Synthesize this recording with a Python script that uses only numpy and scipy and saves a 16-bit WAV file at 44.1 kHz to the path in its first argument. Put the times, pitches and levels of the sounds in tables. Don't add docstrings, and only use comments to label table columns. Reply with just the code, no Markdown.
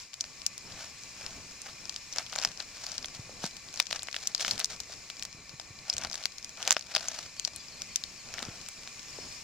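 import sys
import numpy as np
from scipy import signal
from scipy.fft import rfft, irfft, next_fast_len
from scipy.io import wavfile
from scipy.ndimage import uniform_filter1d

SR = 44100
rng = np.random.default_rng(int(sys.argv[2]) if len(sys.argv) > 2 else 0)


def bounce(signal):
    frames = np.transpose(np.atleast_2d(signal))
    limited = np.clip(frames, -1, 1)
    pcm = np.round(limited * 32767).astype(np.int16)
    wavfile.write(sys.argv[1], SR, pcm)


N = 415863
T = np.arange(N) / SR
RING_SAMPLES, PADDED = 2048, 2 * next_fast_len(N // 2 + 1)
RING_FREQS = np.arange(RING_SAMPLES // 2 + 1) * SR / RING_SAMPLES + 1e-3
FREQS = np.arange(PADDED // 2 + 1) * SR / PADDED + 1e-3

# t/s, level/dB, facet f/Hz, bandwidth/Hz, sheet re facet/dB, left minus right/dB
CREASE_SNAPS = [(.141, -35, 4960, 2800, -19.5, -1), (.209, -23.5, 5900, 900, -37, 0.5),
                (0.2413, -37.5, 5200, 1900, -8.5, -1), (.4647, -18, 6700, 1900, -35.5, 4),
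                (0.5798, -32.5, 7400, 4000, -22, 1), (1.264, -33.5, 5030, 2800, -12.5, 4),
                (1.618, -34, 7100, 1300, -33, -1), (1.8954, -29.5, 4830, 1900, -18, 2),
                (1.9622, -31, 4900, 2800, -21, 1.5), (2.1266, -34.5, 5600, 600, -22, 1.5),
                (2.1613, -33, 6000, 1900, -7, -2.5), (2.1848, -24, 5200, 1300, -10, 3.5),
                (2.3283, -44, 5100, 400, 7, 2.5), (2.3605, -28.5, 7200, 1900, -4.5, -2),
                (2.3872, -26, 5240, 1300, -8.5, 1.5), (2.425, -32, 5200, 1300, -9, 0),
                (2.437, -31.5, 5930, 1300, -2.5, -5), (2.4496, -18.5, 5070, 600, -8.5, -2),
                (2.6031, -33, 4600, 900, -5.5, 6), (2.8663, -32, 5090, 1900, -35.5, 2),
                (2.9185, -34.5, 5400, 2800, -36, 7.5), (2.9809, -28, 4730, 906, -20.5, -1),
                (3.045, -34, 3500, 1300, -8, -7.5), (3.058, -33, 6170, 4000, -36, 2),
                (3.4633, -33.5, 5540, 1900, -10, -8), (3.568, -36, 4885, 4000, -20, 2),
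                (3.7409, -36.5, 6400, 1886, -7, -6), (3.8004, -15.5, 4100, 3000, -10, .5),
                (3.9105, -29.5, 4600, 2776, -6.5, -1.5), (3.9281, -24.5, 4600, 2780, -7.5, 2),
                (3.9606, -36, 5300, 1310, 0, 2), (4.032, -28, 7800, 2800, -19.5, 2.5),
                (4.0855, -33, 2220, 404, -7.5, 0), (4.144, -30.5, 2283, 905, -16, 1),
                (4.1646, -27.5, 3800, 2780, -10, 0), (4.273, -20, 6430, 2800, -45, 1.5),
                (4.349, -21.5, 5250, 1300, -18.5, 3), (4.3967, -34.5, 4340, 1310, -4, 2),
                (4.4486, -34, 5120, 600, 7.5, 3), (4.4808, -27, 4940, 3970, -4, 2),
                (4.5113, -20.5, 4700, 905, -36, 1.5), (4.5954, -23.5, 8000, 5000, -12, -5),
                (4.6012, -25.5, 4350, 2820, -25.5, 4), (4.6122, -32.5, 4320, 600, -10.5, 2),
                (4.6451, -19, 5700, 2800, -42.5, 2), (4.6572, -29, 6000, 2800, -36.5, 0),
                (4.8029, -29, 5710, 1900, -17, 3), (5.101, -34.5, 4360, 1305, -10, -1),
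                (5.1959, -38, 4540, 3963, -20, -2), (5.2249, -31.5, 5257, 4030, -13.5, 1.5),
                (5.2342, -35, 6960, 3996, -36.5, 5), (5.252, -32, 5600, 3990, -19.5, -2),
                (5.5986, -35, 4880, 1894, -8.5, 4.5), (5.8993, -20, 5200, 394, -46, -2),
                (5.929, -32, 4840, 1300, -27, -1), (5.938, -30.5, 6180, 1300, -23, 0),
                (5.9673, -30, 5100, 2800, -20, 1), (5.9817, -24.5, 7300, 1900, -15, 1.5),
                (6.049, -34.5, 5454, 1300, 4.5, 7), (6.114, -35, 5600, 1300, -9, -0.5),
                (6.1306, -33.5, 4970, 1300, -32, 1.5), (6.1428, -30.5, 5600, 2800, -13.5, 3.5),
                (6.1555, -30.5, 5080, 4020, -13, 1), (6.2381, -35, 4480, 900, -22, 2),
                (6.2562, -22.5, 4160, 3200, -20.5, 4), (6.383, -36.5, 5200, 1900, -21.5, 2.5),
                (6.446, -32.5, 5600, 2756, -25.5, 1.5), (6.4937, -40.5, 7110, 3910, -8.5, 1),
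                (6.628, -30.5, 3640, 2800, -36, 2.5), (6.677, -19.5, 7080, 4070, -7.5, -0.5),
                (6.708, -11.5, 6400, 2000, -11, -3), (6.7194, -19.5, 5930, 2770, -6.5, 0),
                (6.7258, -14.5, 7100, 2810, -15, -4.5), (6.767, -28, 5300, 600, 7.5, 10.5),
                (6.7942, -33, 5760, 1300, -12.5, -6.5), (6.9508, -18.5, 4720, 900, -12.5, 0.5),
                (6.9635, -19, 4300, 3940, -10, 2), (6.9684, -25.5, 5170, 900, -0.5, 4),
                (6.9799, -31.5, 4450, 402, -10, 3), (7.0846, -22, 6280, 587, -18, 0.5),
                (7.3973, -27, 6110, 3990, -23, 4), (7.45, -22.5, 5450, 900, -26, 3.5),
                (7.478, -35, 5150, 1885, -4.5, 5.5), (7.562, -29, 9300, 3980, -36.5, 12),
                (7.8199, -29.5, 5940, 3970, -19.5, -1), (7.9594, -18, 6380, 3930, -40, 3),
                (8.0385, -29.5, 4600, 1890, -42.5, 3.5), (8.34, -34.5, 6000, 1923, -6.5, -1),
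                (8.383, -33.5, 2016, 1300, -14.5, 2.5), (8.4279, -31.5, 5600, 2803, -4.5, 1),
                (8.687, -30.5, 7970, 4000, -18.5, 3), (8.8754, -39.5, 4600, 3945, -5.5, 1)]
# f/Hz, level/dB
SHEET_RESPONSE = [(60, -16), (250, -12), (430, -9.5), (660, 4), (1050, -4), (1500, 2), (1950, -2),
                  (2400, -0.5), (3200, -2.5), (5000, -13), (14000, -23.5)]
# start t/s, end t/s, level/dB, sheet re facets/dB
FORK_STROKES = [(.657, 0.924, -47.5, -3.5), (1.094, 1.425, -56, 2), (1.632, 1.717, -45, -1),
                (2.143, 2.245, -42.5, 0), (2.28, 2.54, -47, 2.5), (2.569, 2.64, -47.5, 0),
                (2.699, 3.04, -44, -7), (3.135, 3.175, -42, -11), (3.409, 3.493, -37, -6),
                (3.713, 3.854, -47.5, -8), (3.902, 3.993, -44, -.5), (4.118, 4.366, -44.5, -8),
                (4.36, 4.57, -31, -11), (4.557, 4.66, -44.5, 0), (4.686, 4.758, -40, -6.5),
                (4.882, 4.96, -46, -10), (5.839, 5.968, -46.5, -2), (5.985, 6.088, -45.5, 5),
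                (6.1, 6.29, -47, -3.5), (6.557, 6.812, -42, 1), (6.855, 7.076, -44, -1.5),
                (7.002, 7.3, -40.5, -6), (8.262, 8.624, -55, 5)]
# f/Hz, bandwidth/Hz, level/dB
FACET_MODES = [(2280, 5600, 2), (2820, 2100, -7.5), (4600, 2900, 9), (5600, 590, 3), (6700, 570, -7),
               (10800, 10000, -25)]
# t/s, peak level/dB, f/Hz, bandwidth/Hz
SOFT_CONTACTS = [(3.194, -36.5, 115, 45), (3.294, -38.5, 553, 158), (3.44, -24.5, 680, 600),
                 (3.441, -29.5, 180, 70), (4.812, -51, 60.3, 40.7), (4.898, -41, 630, 120),
                 (5.348, -44.5, 110, 100), (5.539, -43, 125.7, 58.6), (5.706, -43.5, 95.5, 45),
                 (5.948, -42.5, 70.6, 60), (8.426, -40, 231.3, 89.6), (8.486, -33, 135, 140),
                 (9.187, -33.5, 427, 169)]
# f/Hz, spectral level/dB
HISS_SPECTRUM = [(300, -108), (1400, -95), (2400, -91.5), (3200, -92), (4100, -93.5), (5300, -85.5),
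                 (6800, -90), (8000, -90), (10000, -94.5), (16000, -101)]
# t/s, level/dB
HISS_LEVEL = [(0, 5.5), (.1, -8), (.25, -2), (1.25, 1.5), (1.55, -0.5), (2.05, 0), (5.1, -1), (5.4, -4),
              (7.2, -1), (8.95, 1), (9.2, 3), (9.43, 2.5)]
# t/s, duration/s, f/Hz, glide from start to end/Hz, level/dB
BIRD_NOTES = [(7.236, 0.053, 4360, 327.5, -53.5), (7.359, 0.06, 4440, -520, -46.5),
              (7.414, 0.07, 4490, 299.5, -52.5), (7.533, 0.057, 4250, -450, -49.5),
              (7.587, 0.037, 4880, -350, -43.5), (7.696, 0.1, 4280, -280, -51),
              (7.779, .045, 4850, -300, -48.5), (7.879, 0.072, 4480, -180, -51),
              (8.028, 0.06, 4380, -450, -51.5), (8.168, 0.058, 4430, -440, -49),
              (9.136, 0.25, 4990, 46, -53.5), (9.149, 0.24, 4350, -67, -55)]
# f/Hz, spectral level/dB
AIR_SPECTRUM = [(20, -85.5), (55, -82), (110, -82.5), (200, -84.5), (370, -90.5), (650, -90.5), (1300, -96),
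                (2500, -108), (8000, -115)]
# start t/s, end t/s, level re still air/dB
HAND_SHIFTS = [(0.51, 0.954, 1.5), (1.114, 1.492, 3.5), (2.3, 2.613, 3), (2.9, 3.61, 2),
               (4.425, 4.602, 8.5), (5.304, 5.752, -7.5), (5.895, 6.247, 3), (8.201, 8.649, 5.5),
               (8.994, 9.43, 0)]
# f/Hz, bandwidth/Hz, spectral level/dB
WHIRR_BANDS = [(1136, 36, -85.5), (1795, 53, -87.5), (2004, 18, -84.5), (2123, 37, -84.5),
               (2342, 45, -80.5), (2466, 27, -78.5), (4090, 66, -82.5), (6330, 49, -86), (6740, 45, -83)]
# start t/s, end t/s, f/Hz, level/dB
HUM_SWELLS = [(4, 5.103, 431, -65.5), (5.097, 5.849, 677, -84)]
# f/Hz, gain/dB
MIC_RESPONSE = [(6900, 0.5), (8500, -7), (12000, -11.5), (16000, -14)]
# f/Hz, left minus right/dB, left phase lead/rad
PORT_MISMATCH = [(1200, .2, 0), (2400, 2.2, .1), (4000, 4, -.15), (4900, 6, -.7), (5800, 3.5, -1.5),
                 (6600, 0, -1.4), (8500, -4, -1.2), (14000, -6, -2.2)]


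def foil_snaps(rows, give_s=0.00035, rattle_s=0.0013, tail_s=0.008, scatter=1.5):
    out = np.zeros((2, N))
    t = (np.arange(RING_SAMPLES) - RING_SAMPLES // 32) / SR
    gap, impulse, sheet = np.abs(t), t == 0, sheet_response(RING_FREQS)
    giving = 0.51 * np.exp(-gap / give_s)
    settling = 0.2 * np.exp(-gap / rattle_s) + 0.027 * np.exp(-gap / tail_s)
    rattle = np.where(t < 0, giving, settling)
    for start, db, hz, width, sheet_db, pan_db in rows:
        common, sides = rng.standard_normal(RING_SAMPLES), rng.standard_normal((2, RING_SAMPLES))
        push = impulse + rattle * (common + scatter * sides) / np.hypot(1, scatter)
        ring = irfft(rfft(push) * facet_response(RING_FREQS, hz, width))
        ring = np.array([unit(ring[0]) * undb(pan_db / 2), unit(ring[1]) * undb(-pan_db / 2)])
        flex = unit(irfft(rfft(impulse + .5 * rattle * common) * sheet))
        snap = (ring - undb(sheet_db) * flex) * undb(db)
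        add(out, start + t[0], snap * np.sqrt(.005 * SR / RING_SAMPLES))
    return out


def facet_response(f, hz, width):
    return unit(resonance(f, hz, width) * (f / (f - .33j * hz)) ** 2)


def sheet_response(f):
    cepstrum = irfft(np.log(undb(along(SHEET_RESPONSE, f))))
    half = len(cepstrum) // 2
    causal = np.r_[cepstrum[0], 2 * cepstrum[1:half], np.zeros(half)]
    return unit(np.exp(rfft(causal)))


def foil_strain(t, full_db=-36, flurry_s=.028):
    return np.tanh(sum(undb(db + sheet_db - full_db) * np.exp(-np.abs(t - start) / flurry_s)
                       for start, db, _, _, sheet_db, _ in CREASE_SNAPS))


def crinkles(idle_per_s=3.5, flurry_per_s=55, limit=400, step_s=.002):
    t = np.arange(0, N / SR, step_s)
    strain = foil_strain(t)
    expected_count = np.cumsum(idle_per_s + flurry_per_s * strain) * step_s
    thresholds = np.arange(limit) + rng.random(limit)
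    rows = []
    for start in np.interp(thresholds[thresholds < expected_count[-1]], expected_count, t):
        size, pitch, damping, flex, side = rng.standard_normal(5)
        db = -45.5 + 8 * np.interp(start, t, strain) + 2 * size
        hz, width = 5200 * 2 ** (0.095 * pitch), 1800 * 2 ** (.5 * damping)
        sheet_db, pan_db = -14 + 3 * flex, 6.5 + 4.5 * side
        rows.append((start, db, hz, width, sheet_db, pan_db))
    return rows


def fork_scrapes(slips_per_s=1100, smear=0.064):
    facet_force, sheet_force = np.zeros(N), np.zeros(N)
    for start, end, db, sheet_db in FORK_STROKES:
        force = undb(db) * swell(start, end)
        facet_force += force
        sheet_force += force * undb(sheet_db)
    grip = unit(undb(3.6 * walk(150)))
    slips = [crackle(slips_per_s, spread_db=1.0, scatter=0.63) for _ in FACET_MODES]
    rings = np.zeros((2, N))
    for clicks, (hz, width, db) in zip(slips, FACET_MODES):
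        ring = irfft(facet_response(RING_FREQS, hz, width))
        rings += undb(db) * signal.oaconvolve(clicks, ring[None], axes=1)[:, :N]
    drag = unit(sum(slips).mean(axis=0)) + smear * rng.standard_normal(N)
    flex = signal.oaconvolve(drag, irfft(sheet_response(RING_FREQS)))[:N]
    return grip * (facet_force * unit(rings) + sheet_force * unit(flex))


def soft_bumps(samples=8192):
    out = np.zeros(N)
    f = np.arange(samples // 2 + 1) * SR / samples + 1e-3
    for start, db, hz, width in SOFT_CONTACTS:
        thud = irfft(resonance(f, hz, width) * resonance(f, hz, 2 * hz))
        add(out, start, undb(db) * thud / np.abs(thud).max())
    return out


def embers(tick_db=-60, ripple_db=4.0):
    ripple = unit(uniform_filter1d(rng.standard_normal(len(FREQS)), size=600))
    colour = undb(along(HISS_SPECTRUM, FREQS) + ripple_db * ripple)
    hiss = shape(noise(correlation=0.42), colour) * undb(.5 * walk(13))
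    pops = crackle(per_s=80, spread_db=2.5, scatter=.3)
    ticks = shape(pops, facet_response(FREQS, hz=4660, width=2200))
    return (hiss + undb(tick_db) * ticks) * undb(np.interp(T, *np.transpose(HISS_LEVEL)))


def distant_bird(gain_db=-5.0, waver=0.013, arch=0.415, low_ratio=0.71, echo_db=-4, echo_s=0.083):
    song, drift = np.zeros(N), 1 + waver * walk(430)
    for start, duration, pitch, glide, db in BIRD_NOTES:
        progress = np.linspace(0, 1, int(duration * SR))
        sag = arch * abs(glide) * (2 * progress - 1) ** 2
        hz = (pitch + glide * (progress - .5) - sag) * drift[int(start * SR):][:len(progress)]
        phase = 2 * np.pi * np.cumsum(hz) / SR
        whistle = np.sin(phase) + undb(-11) * np.sin(low_ratio * phase)
        add(song, start, undb(db + gain_db) * np.sqrt(2) * np.sin(np.pi * progress) * whistle)
    echoes = rng.standard_normal((2, N)) * np.exp(-T / echo_s)
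    return shape(song, 1 + undb(echo_db) * unit(rfft(echoes, PADDED)))


def low_air(gain_db=-1.24):
    hand = sum(undb(db) * swell(start, end) for start, end, db in HAND_SHIFTS)
    air = shape(noise(correlation=0.77), undb(along(AIR_SPECTRUM, FREQS)))
    return air * undb(gain_db + 2.0 * walk(25)) * np.hypot(1, hand)


def whirr():
    power = sum(np.abs(undb(db) * resonance(FREQS, hz, width)) ** 2 for hz, width, db in WHIRR_BANDS)
    return shape(noise(correlation=0.97), np.sqrt(power))


def distant_hums(width_hz=23):
    out = np.zeros(N)
    for start, end, hz, db in HUM_SWELLS:
        hum = shape(rng.standard_normal(N), resonance(FREQS, hz, width_hz) ** 2)
        out += undb(db) * swell(start, end) * unit(hum)
    return out


def crackle(per_s, spread_db, scatter):
    out, hits = np.zeros((2, N)), np.flatnonzero(rng.random(N) < per_s / SR)
    chance = rng.standard_normal((4, len(hits)))
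    strength = np.minimum((chance[0] ** 2 + chance[1] ** 2) / 2, 4)
    out[:, hits] = np.sign(chance[0]) * undb(spread_db * strength) * (1 + scatter * chance[2:])
    return unit(out)


def noise(correlation):
    common = np.sqrt(correlation) * rng.standard_normal(N)
    sides = np.sqrt(1 - correlation) * rng.standard_normal((2, N))
    return (common + sides) * np.sqrt(SR / 2)


def resonance(f, hz, width):
    return 1 / (1 + 1j * (f * f - hz * hz) / (f * width))


def shape(x, response):
    return irfft(rfft(x, PADDED) * response)[..., :N]


def swell(start, end):
    out = np.zeros(N)
    add(out, start, np.sin(np.linspace(0, np.pi, int((end - start) * SR))))
    return out


def walk(steps_per_s):
    hold = int(SR / steps_per_s)
    steps = np.repeat(rng.standard_normal(N // hold + 1), hold)
    return unit(uniform_filter1d(steps, hold)[:N])


def along(table, f, column=1):
    rows = np.array(table)
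    return np.interp(np.log(f), np.log(rows[:, 0]), rows[:, column])


def add(out, start, x):
    i = max(int(start * SR), 0)
    out[..., i:i + x.shape[-1]] += x[..., :N - i]


def undb(db):
    return 10 ** (np.asarray(db) / 20)


def unit(x):
    return x / np.sqrt(np.mean(np.abs(x) ** 2))


def scene():
    foil = undb(-1.0) * foil_snaps(CREASE_SNAPS + crinkles())
    fork = fork_scrapes() + soft_bumps()
    fade_in = undb(np.interp(T, [.1, .5], [-5, 0]))
    outdoors = (low_air() + whirr()) * fade_in + distant_hums()
    return foil + fork + embers() + distant_bird() + outdoors


def record(dry, knee_db=-28, release_s=0.15, lag_s=0.00067, cutoff_hz=15800):
    port = undb(along(PORT_MISMATCH, FREQS) / 2) * np.exp(.5j * along(PORT_MISMATCH, FREQS, column=2))
    picked_up = shape(dry, undb(along(MIC_RESPONSE, FREQS)) * np.array([port, 1 / port]))
    decay = np.exp(-1 / (release_s * SR))
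    power = signal.lfilter([1 - decay], [1, -decay], np.mean(picked_up ** 2, axis=0))
    late_power = np.interp(T - lag_s, T, power)
    ducked = picked_up / np.sqrt(1 + late_power / undb(knee_db) ** 2)
    treble_cut = signal.ellip(8, .2, 70, cutoff_hz, fs=SR, output="sos")
    return signal.sosfilt(treble_cut, np.clip(ducked, -1, 1))


dry = scene()
out = record(dry)
bounce(out)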